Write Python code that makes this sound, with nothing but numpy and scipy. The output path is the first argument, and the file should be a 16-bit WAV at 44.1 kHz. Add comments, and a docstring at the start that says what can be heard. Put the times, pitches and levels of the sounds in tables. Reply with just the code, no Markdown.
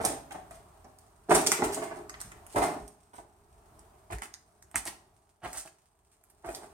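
"""A shoe knocks softly on a littered floor over a faint wash of outdoor air; slow steps and brittle snaps follow.
Each step is a burst of random contacts that rings loose boards, swings the joists and grinds grit.
Chips of plaster or wood snap as runs of tiny cracks, with a tink and a woody clack.
The walker goes from a bare, echoing room into one with broken walls, open to the air outside;
two close microphone ports pick up the direct sound and echoes of shaped, decaying noise."""
import sys
import numpy as np
from scipy import signal
from scipy.io import wavfile
from scipy.ndimage import uniform_filter1d

SR = 44100
rng = np.random.default_rng(int(sys.argv[2]) if len(sys.argv) > 2 else 0)


def pcm_store(signal):
    """Save signal as 16-bit PCM."""
    levels = np.round(np.clip(np.atleast_2d(signal), -1, 1) * 32767)
    wavfile.write(sys.argv[1], SR, levels.astype(np.int16).T)


N = 296786

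# All levels are relative.
# heel, sole and shifting wood meet the floor: t/s, level/dB, time to full force/s, hardness/Hz
KNOCK_EVENTS = [(0.0, -29.5, 0.0059, 970), (.038, -28.5, 0.0099, 885), (.1, -39.5, 0.014, 860),
                (.306, -42.5, 0.0084, 1970), (.344, -38, 0.0054, 1110), (.508, -44, 0.0037, 1700),
                (.84, -51, 0.0086, 940), (1.286, -30.5, 0.0055, 656), (1.293, -26, .005, 690),
                (1.305, -16, 0.0062, 1410), (1.347, -27.5, 0.009, 1360), (1.465, -32, 0.0046, 901),
                (1.517, -26, .003, 2500), (1.587, -34, 0.0082, 870), (1.62, -19, .0017, 1240),
                (1.634, -33, 0.0056, 730), (1.7, -40.5, 0.0055, 810), (1.764, -34, 0.0071, 1010),
                (1.817, -33, 0.0076, 1400), (1.904, -40.5, 0.012, 1400), (1.965, -47.5, 0.017, 860),
                (2.312, -55.5, 0.0035, 2160), (2.543, -40, .008, 423), (2.555, -25, .015, 1250),
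                (2.615, -24, 0.0098, 1390), (2.665, -40.5, 0.036, 850), (3.132, -48.5, 0.0057, 1216),
                (3.18, -40.5, 0.0043, 890), (4.101, -39.5, 0.004, 1510), (4.116, -37.5, 0.0065, 1830),
                (4.218, -38, .002, 2500), (4.24, -62, 0.0088, 2387), (4.743, -34, 0.0019, 2400),
                (4.756, -36.5, 0.0051, 2900), (4.853, -42, 0.014, 1600), (5.417, -53, .007, 1990),
                (5.431, -38, 0.017, 1900), (5.459, -27.5, 0.00057, 1984), (5.536, -47, 0.018, 1992),
                (5.652, -48, 0.0054, 1100), (6.436, -41.5, 0.028, 1300), (6.487, -28.5, 0.0015, 1285),
                (6.546, -51, 0.028, 912), (6.615, -46.5, .014, 1180)]
# power spectrum of a knock on the littered floor: f/Hz, level/dB
FLOOR_SPECTRUM = [(30, -31.5), (70, -19.5), (140, -13), (185, -9), (215, -12), (260, -5.5), (480, -5.5),
                  (700, 4.5), (1000, -2), (1300, -5), (2000, -7), (3300, -13.5), (8000, -6.5),
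                  (16000, -32.5)]
# modes of a loose board: f/Hz, level/dB, t60/s
BOARD_MODES = [(262.6, -13, 0.12), (308.7, -7, 0.48), (358.7, -1.5, 0.49), (405.7, -3.5, 0.57),
               (433, -1.5, 0.41), (635, -10, 0.59), (643, -6.5, 0.3), (762, -12, 0.52), (808, -9, 0.09)]
# looseness of the boards along the way: t/s, ring relative to a knock/dB
BOARD_LOOSENESS = [(0, -16.5), (.8, -15.5), (1.3, -2), (1.9, -0.5), (2.6, -6.5), (3.2, -15.5), (4.1, -1),
                   (4.8, -11), (6.0, -19), (6.6, -9)]
USUAL_HARDNESS_HZ, RING_DB_PER_OCTAVE = 1034, -11.5  # softer landings rock the boards more
# grit ground under the sole: t/s, level/dB, time to full pressure/s
CRUNCH_EVENTS = [(0.0, -46, 0.032), (.05, -36.5, 0.016), (0.31, -49, 0.0063), (.51, -59.5, 0.02),
                 (1.292, -37, 0.051), (1.341, -29.5, 0.0098), (1.464, -24.5, 0.0038), (1.518, -34.5, 0.013),
                 (1.631, -33.5, 0.0079), (1.72, -39, 0.014), (1.814, -48, 0.018), (1.932, -59.5, 0.028),
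                 (2.199, -46, 0.0099), (2.478, -53.5, 0.11), (2.558, -40, 0.014), (2.617, -39, 0.02),
                 (3.133, -57.5, 0.027), (4.103, -49.5, 0.02), (4.222, -46.5, 0.012), (4.756, -39, 0.015),
                 (4.865, -33.5, 0.0063), (5.427, -53.5, 0.039), (5.527, -46, 0.032), (5.655, -53, 0.0096),
                 (6.117, -69.5, .012), (6.444, -55.5, 0.073), (6.547, -50, 0.01), (6.615, -59.5, .015)]
# power spectrum of crushed grit: f/Hz, level/dB
GRIT_SPECTRUM = [(100, -31.5), (700, -9), (1800, 0.5), (3500, -5.5), (6000, -0.5), (9000, 3), (12000, -4.5),
                 (16000, -2)]
# power spectrum of the outdoor air: f/Hz, level/dB
AIR_SPECTRUM = [(20, -6.5), (50, 13), (90, 7.5), (150, -0.5), (290, -5), (410, 3), (510, -7.5), (640, 3.5),
                (1200, -4.5), (2000, -18.5), (3500, -25.5), (8000, -23), (16000, -20.5)]
# swell and fade of the outdoor air: t/s, level/dB
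AIR_LEVELS = [(0, -53), (1.15, -63), (2.4, -55.5), (3.049, -66.5), (3.5, -64.5), (3.8, -58), (4.45, -68),
              (4.9, -62.5), (5.4, -72), (6.2, -71.5), (6.73, -59.5)]
# likeness of diffuse sound at the two ports: f/Hz, left-right correlation
PORT_LIKENESS = [(100, 0.93), (380, 0.89), (700, 0.47), (1300, 0.025), (3000, 0.14), (6000, 0),
                 (16000, 0.25)]
# bearing of the feet: t/s, delay of the left port behind the right/ms
FEET_BEARING = [(0, .19), (1.4, .1), (2.6, 0.31), (4.2, 0.42), (4.7, .02), (6.5, 0.11)]
# room decay before each room's t60 scale: f/Hz, t60/s
ROOM_DECAY = [(80, 0.97), (400, 0.58), (900, 0.56), (2000, 0.53), (5000, .5), (9000, 0.4), (15000, 0.39)]
DOORWAY_S = 3.0
# weight comes onto a foot: t/s, level/dB, abruptness as tilt of the floor's modes/(dB per octave)
WEIGHT_EVENTS = [(0.034, -49, 4), (1.305, -41, -7.5), (1.621, -47, -4.5), (2.239, -54, 2.5),
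                 (2.553, -39, 2), (2.791, -46.5, -25), (3.159, -60.5, -6), (3.771, -58, -12),
                 (4.111, -37, -5), (4.743, -51, 1), (4.86, -66, 4), (5.428, -50.5, -1), (5.532, -56.5, -6),
                 (6.447, -49.5, -7)]
# modes of the joists and the planks on them: mean f/Hz, level/dB, lag behind the foot/s, time to full swing/s
FLOOR_MODES = [(55, 0.5, .018, .023), (105.6, 0.5, 0.00098, 0.016), (183, -6, .004, 0.017)]
# a chip or splinter snaps: t/s, level/dB, chip pitch/Hz, woody body relative to chip/dB, crumbling decay/s
SNAP_EVENTS = [(.051, -11, 8500, -27.5, 0.0055), (.309, -39, 5970, 6.5, 0.0022),
               (.510, -36, 8270, -7, 0.0018), (0.845, -46.5, 5350, -13.5, 0.0023),
               (.987, -39, 10030, -25, 0.0019), (1.309, -16, 7600, 3, 0.0011),
               (1.349, -7, 9500, -7.5, 0.0021), (1.355, -10, 6950, -16.5, 0.0028),
               (1.471, -5.5, 5700, -19, 0.002), (1.518, -4, 6950, -6.5, 0.002),
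               (1.746, -19, 7600, -28, 0.0024), (2.096, -26, 6300, -1.5, 0.0023),
               (2.142, -42.5, 2100, 11, .003), (2.215, -17, 8100, -8, 0.00058),
               (2.318, -37.5, 6600, 4, .003), (2.466, -34, 9500, -6.5, 0.0022),
               (2.879, -34.5, 8900, -43, 0.0021), (3.793, -40.5, 8000, -18.5, 0.00208),
               (4.131, -31, 9700, 5, 0.0024), (4.185, -35, 6700, 2, 0.0023),
               (4.221, -23.5, 6450, 3, 0.0011), (4.233, -34.5, 9400, 4.5, 0.0028),
               (4.256, -36, 8100, 4.5, 0.0014), (4.3403, -25, 5140, -7, 0.0015),
               (4.625, -36.5, 6860, -8.5, 0.0017), (4.714, -39.5, 9800, -7, 0.0013),
               (4.758, -2.5, 8400, -2.5, 0.00035), (4.775, -25, 9350, -9, 0.0051),
               (4.854, -27, 8000, -14, 0.0064), (5.53, -31, 8000, -10, .012),
               (5.573, -28.5, 7350, -12.5, 0.027), (5.676, -37.5, 5950, 2, .0015),
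               (6.239, -38, 11000, -12, 0.00091), (6.301, -46, 11500, -12, 0.0048),
               (6.461, -33, 12600, -19, 0.00106), (6.492, -31, 11870, -20, .0015),
               (6.529, -37, 10500, -21, .0015), (6.548, -26, 5000, -12, 0.0027),
               (6.551, -33.5, 10800, -25, 0.01)]
# a snap has a faint lead-in, a main crack and a fainter repeat: t from the main crack/s, level/dB
SNAP_STAGES = [(-.003, -16), (0, 0), (.006, -12.5)]
CRUMBLE_SPREAD_DB, SHARP_CRACK_DB = 2, -3  # unevenness of the small cracks; first sharp crack against them
TINK_DB, TINK_DECAY_S = -12.5, .005  # ring of the chip
CHIP_BELOW, CHIP_ABOVE = 1.18, 1.286  # band edges as ratios to the chip pitch
CLACK_LO_HZ, CLACK_HI_HZ = 1020, 2580  # wood under a chip
# loud snaps happen right under the shoe and send relatively less to the room
USUAL_SNAP_DB, USUAL_SEND_DB, SEND_DB_PER_DB = -26, -6, -0.04
# colour of the microphone ports: f/Hz, left level/dB, right level/dB
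PORT_COLOUR = [(457, 1.5, 2), (520, -14, -4), (588, 1, 1), (1170, 1, 2), (3450, 5, 4), (5500, 1.5, 3.5),
               (8120, 6, -2), (8350, 3, 12.5), (9090, 4, 6), (9970, -1.5, 3), (12400, -1.5, 1),
               (16000, -5, -10.5)]
EDGE_HZ = 16200


def amp(db):
    """Decibels to gain."""
    return 10 ** (np.asarray(db) / 20)


def evened(x):
    """Scales to an rms of 1."""
    return x / np.sqrt(np.mean(x ** 2) + 1e-20)


def read(points, hz):
    """Interpolates (f/Hz, value) rows on a log-frequency axis."""
    f, value = np.transpose(points)
    return np.interp(np.log(hz + 1), np.log(f + 1), value)


def along(points, s):
    """Interpolates (t/s, value) rows linearly in time."""
    return np.interp(s, *np.transpose(points))


def add(mix, s, sound):
    """Mixes a sound in at the given time."""
    part = mix[..., max(round(s * SR), 0):][..., :sound.shape[-1]]
    part += sound[..., :part.shape[-1]]


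def colour(x, spectrum, size=4096):
    """Minimum-phase, causal filter with the given spectrum."""
    log_gain = np.log(amp(read(spectrum, abs(np.fft.fftfreq(size, 1 / SR)))))
    taps = np.fft.ifft(np.exp(np.conj(signal.hilbert(log_gain)))).real[:size // 2]
    return signal.fftconvolve(x, taps)[:len(x)]


def band(x, lo_hz, hi_hz):
    """Gentle band-pass."""
    edges_hz = [lo_hz, min(hi_hz, SR / 2 - 500)]
    return signal.sosfilt(signal.butter(1, edges_hz, "band", fs=SR, output="sos"), x)


def press(swell_s):
    """Pressure of a foot: rises steeply to 1 in swell_s, then lets go."""
    u = np.arange(int(6 * swell_s * SR)) / (swell_s * SR)
    return np.sqrt(u) * np.exp((1 - u ** 2) / 4)


def sized(x, pressure):
    """Gives a sound the energy of the pressure that drives it."""
    return x * np.sqrt(np.sum(pressure ** 2) / (np.sum(x ** 2) + 1e-20))


def grains(pressure, per_s, spread_db, size=2000):
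    """Random small contacts of uneven size under a pressure, padded to ring out."""
    n = len(pressure)
    sizes = amp(spread_db * np.minimum(rng.exponential(1, n), 4)) * rng.choice([-1, 1], n)
    struck = rng.random(n) < per_s / SR
    return np.pad(pressure * sizes * struck, (0, size))


def port_pair(n, field_db, size=512):
    """Diffuse noise at two close ports, alike in the bass; field_db(t, hz) shapes it."""
    hz, t, (a, b) = signal.stft(rng.standard_normal((2, n)), SR, nperseg=size)
    same = np.clip(read(PORT_LIKENESS, hz), -1, 1)[:, None]
    pair = np.array([a, same * a + np.sqrt(1 - same ** 2) * b])
    pair = pair * amp(field_db(t, hz[:, None]))
    return signal.istft(pair, SR, nperseg=size)[1][:, :n]


def board_ring(swell_s, t):
    """Decaying modes of a loose board; each mode is detuned a little at random per knock."""
    ring = np.zeros(len(t))
    for hz, level_db, t60_s in BOARD_MODES:
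        cycles = hz * rng.normal(1, .015) * t + rng.random()
        ring += amp(level_db - 60 * t / t60_s) * np.sin(2 * np.pi * cycles)
    return ring * (1 - np.exp(-t / swell_s))


def knocks():
    """A shoe lands in many contacts, duller when soft; returns these and the ring of loose boards."""
    contacts, boards = np.zeros(N), np.zeros(N)
    t = np.arange(SR * 2 // 3) / SR
    for s, db, swell_s, hard_hz in KNOCK_EVENTS:
        force = press(swell_s)
        touches = grains(force, per_s=2400, spread_db=5.0)
        softness = signal.butter(2, min(hard_hz * 0.87, SR / 3), fs=SR, output="sos")
        blow = sized(signal.sosfilt(softness, colour(touches, FLOOR_SPECTRUM)), force)
        # harder landings knock together smaller, higher-pitched scraps of wood
        scraps = 0
        for hz in hard_hz * np.array([.7, 1.05, 1.5]):
            scraps = scraps + band(grains(force, per_s=870, spread_db=2.0), hz / 1.07, hz * 1.07)
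        add(contacts, s, amp(db) * (blow + amp(-17.5) * sized(scraps, force)))
        hardness_octaves = np.log2(hard_hz / USUAL_HARDNESS_HZ)
        board_db = along(BOARD_LOOSENESS, s) + RING_DB_PER_OCTAVE * hardness_octaves
        add(boards, s, amp(db + board_db) * sized(board_ring(swell_s, t), force))
    return contacts, boards


def crunches():
    """Crumbs of plaster burst under the sole: separate ticks over a fine grinding."""
    out = np.zeros(N)
    for s, db, swell_s in CRUNCH_EVENTS:
        force = press(swell_s)
        ticks = sized(grains(force, per_s=450, spread_db=3.5), force)
        grinding = sized(grains(force, per_s=5000, spread_db=2.0), force)
        crumbs = ticks + 0.25 * grinding
        add(out, s, amp(db) * sized(colour(crumbs, GRIT_SPECTRUM), force))
    return out


def trickle():
    """Stray crumbs settle throughout as sparse, grit-coloured contacts."""
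    crumbs = grains(np.ones(N), per_s=150, spread_db=3.5)[:N]
    return amp(-77) * evened(colour(crumbs, GRIT_SPECTRUM))


def air():
    """Soft wash of the outdoors through the openings: coloured noise in drifting patches."""
    def field_db(t, hz):
        patches = rng.standard_normal((len(hz), len(t)))
        patches = uniform_filter1d(patches, size=12, axis=0)
        patches = uniform_filter1d(patches, size=4, axis=1)
        return read(AIR_SPECTRUM, hz) + 1.0 * evened(patches)  # 1 dB rms
    wash = evened(port_pair(N, field_db, size=2048))
    return wash * amp(along(AIR_LEVELS, np.arange(N) / SR))


def from_the_feet(x):
    """Direct sound reaches the right port a little earlier and louder than the left."""
    n = np.arange(N)
    delay = np.round(along(FEET_BEARING, n / SR) * SR / 1000).astype(int)
    return np.array([amp(-3.5) * x[np.clip(n - delay, 0, N - 1)], x])


def echoes(t60_scale, tail_db, early_db, early_t60_s):
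    """Response of one spot: a flurry off the floor and near walls, then the room's tail."""
    t = np.arange(SR * 3 // 4) / SR
    flurry = port_pair(len(t), lambda t, hz: 0 * hz)
    flurry = flurry * amp(-60 * t / early_t60_s) * (t > .003)
    tail = port_pair(len(t), lambda t, hz: -60 * t / (t60_scale * read(ROOM_DECAY, hz)))
    tail = tail * (1 - np.exp(-t / 0.015))
    early = amp(early_db) * flurry / np.linalg.norm(flurry[0])
    return early + amp(tail_db) * tail / np.linalg.norm(tail[0])


def room(x, size=12288):
    """Echo pattern redrawn per block as the walker moves; the tail weakens beyond the doorway."""
    out = np.zeros((2, N))
    for start in range(0, N, size):
        if start / SR < DOORWAY_S:
            response = echoes(t60_scale=0.75, tail_db=-1.0, early_db=0, early_t60_s=0.047)
        else:
            response = echoes(t60_scale=0.71, tail_db=-7.5, early_db=-1.5, early_t60_s=.11)
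        wet = signal.fftconvolve(x[None, start:start + size], response, axes=1)
        add(out, start / SR, wet)
    return out


def thuds():
    """Joists and planks swing for a few uneven cycles; an abrupt step favours the planks."""
    out = np.zeros(N)
    for s, db, tilt_db in WEIGHT_EVENTS:
        for hz, mode_db, lag_s, swell_s in FLOOR_MODES:
            swing = press(swell_s)
            wander = evened(uniform_filter1d(rng.standard_normal(len(swing)), size=150))
            cycles = np.cumsum(hz * (1 + .15 * wander)) / SR
            level_db = db + mode_db + tilt_db * np.log2(hz / FLOOR_MODES[0][0])
            add(out, s + lag_s, amp(level_db) * swing * np.sin(2 * np.pi * cycles))
    return out


def snaps():
    """Each stage is a sharp crack and a run of smaller ones; the chip tinks, the wood under it clacks.

    Returns the direct sound and the part sent to the room."""
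    direct, sent = np.zeros(N), np.zeros(N)
    t = np.arange(SR // 15) / SR
    for s, db, chip_hz, body_db, crumble_s in SNAP_EVENTS:
        strain = np.exp(-t / crumble_s)
        send_db = USUAL_SEND_DB + SEND_DB_PER_DB * (db - USUAL_SNAP_DB)
        for after_s, stage_db in SNAP_STAGES:
            cracks = sized(grains(strain, per_s=6700, spread_db=CRUMBLE_SPREAD_DB), strain)
            cracks[0] += amp(SHARP_CRACK_DB) * np.linalg.norm(strain[:60])
            tink = np.sin(2 * np.pi * chip_hz * t) * np.exp(-t / TINK_DECAY_S)
            tink = np.pad(tink, (0, len(cracks) - len(t)))
            crackle = sized(band(cracks, chip_hz / CHIP_BELOW, chip_hz * CHIP_ABOVE), strain)
            chip = crackle + amp(TINK_DB) * sized(tink, strain)
            clack = band(band(cracks, CLACK_LO_HZ, CLACK_HI_HZ), CLACK_LO_HZ, CLACK_HI_HZ)
            snap = amp(db + stage_db) * (chip + amp(body_db) * sized(clack, strain))
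            add(direct, s + after_s, snap)
            add(sent, s + after_s, amp(send_db) * snap)
    return np.array([direct, sent])


def scene():
    """Steps and snaps arrive directly and by way of the room, over the floor's own ring and the air."""
    contacts, boards = knocks()
    steps = contacts + crunches() + trickle()
    snap, snap_sent = amp(-7.0) * snaps()
    airborne = from_the_feet(steps + snap) + room(steps + snap_sent)
    underfoot = thuds() + boards  # the whole floor radiates, alike to both ports
    return amp(-2.5) * airborne + underfoot + air()


def record(dry):
    """Each microphone port has its own resonances; then a rumble filter and a treble limit."""
    ports = np.array(PORT_COLOUR)
    heard = np.array([colour(dry[k], ports[:, [0, k + 1]]) for k in range(2)])
    heard = signal.sosfilt(signal.butter(3, 38, "high", fs=SR, output="sos"), heard)
    treble_limit = signal.firwin(301, EDGE_HZ, window=("kaiser", 8), fs=SR)
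    return signal.oaconvolve(heard, treble_limit[None], "same")


dry = scene()
out = record(dry)
pcm_store(out)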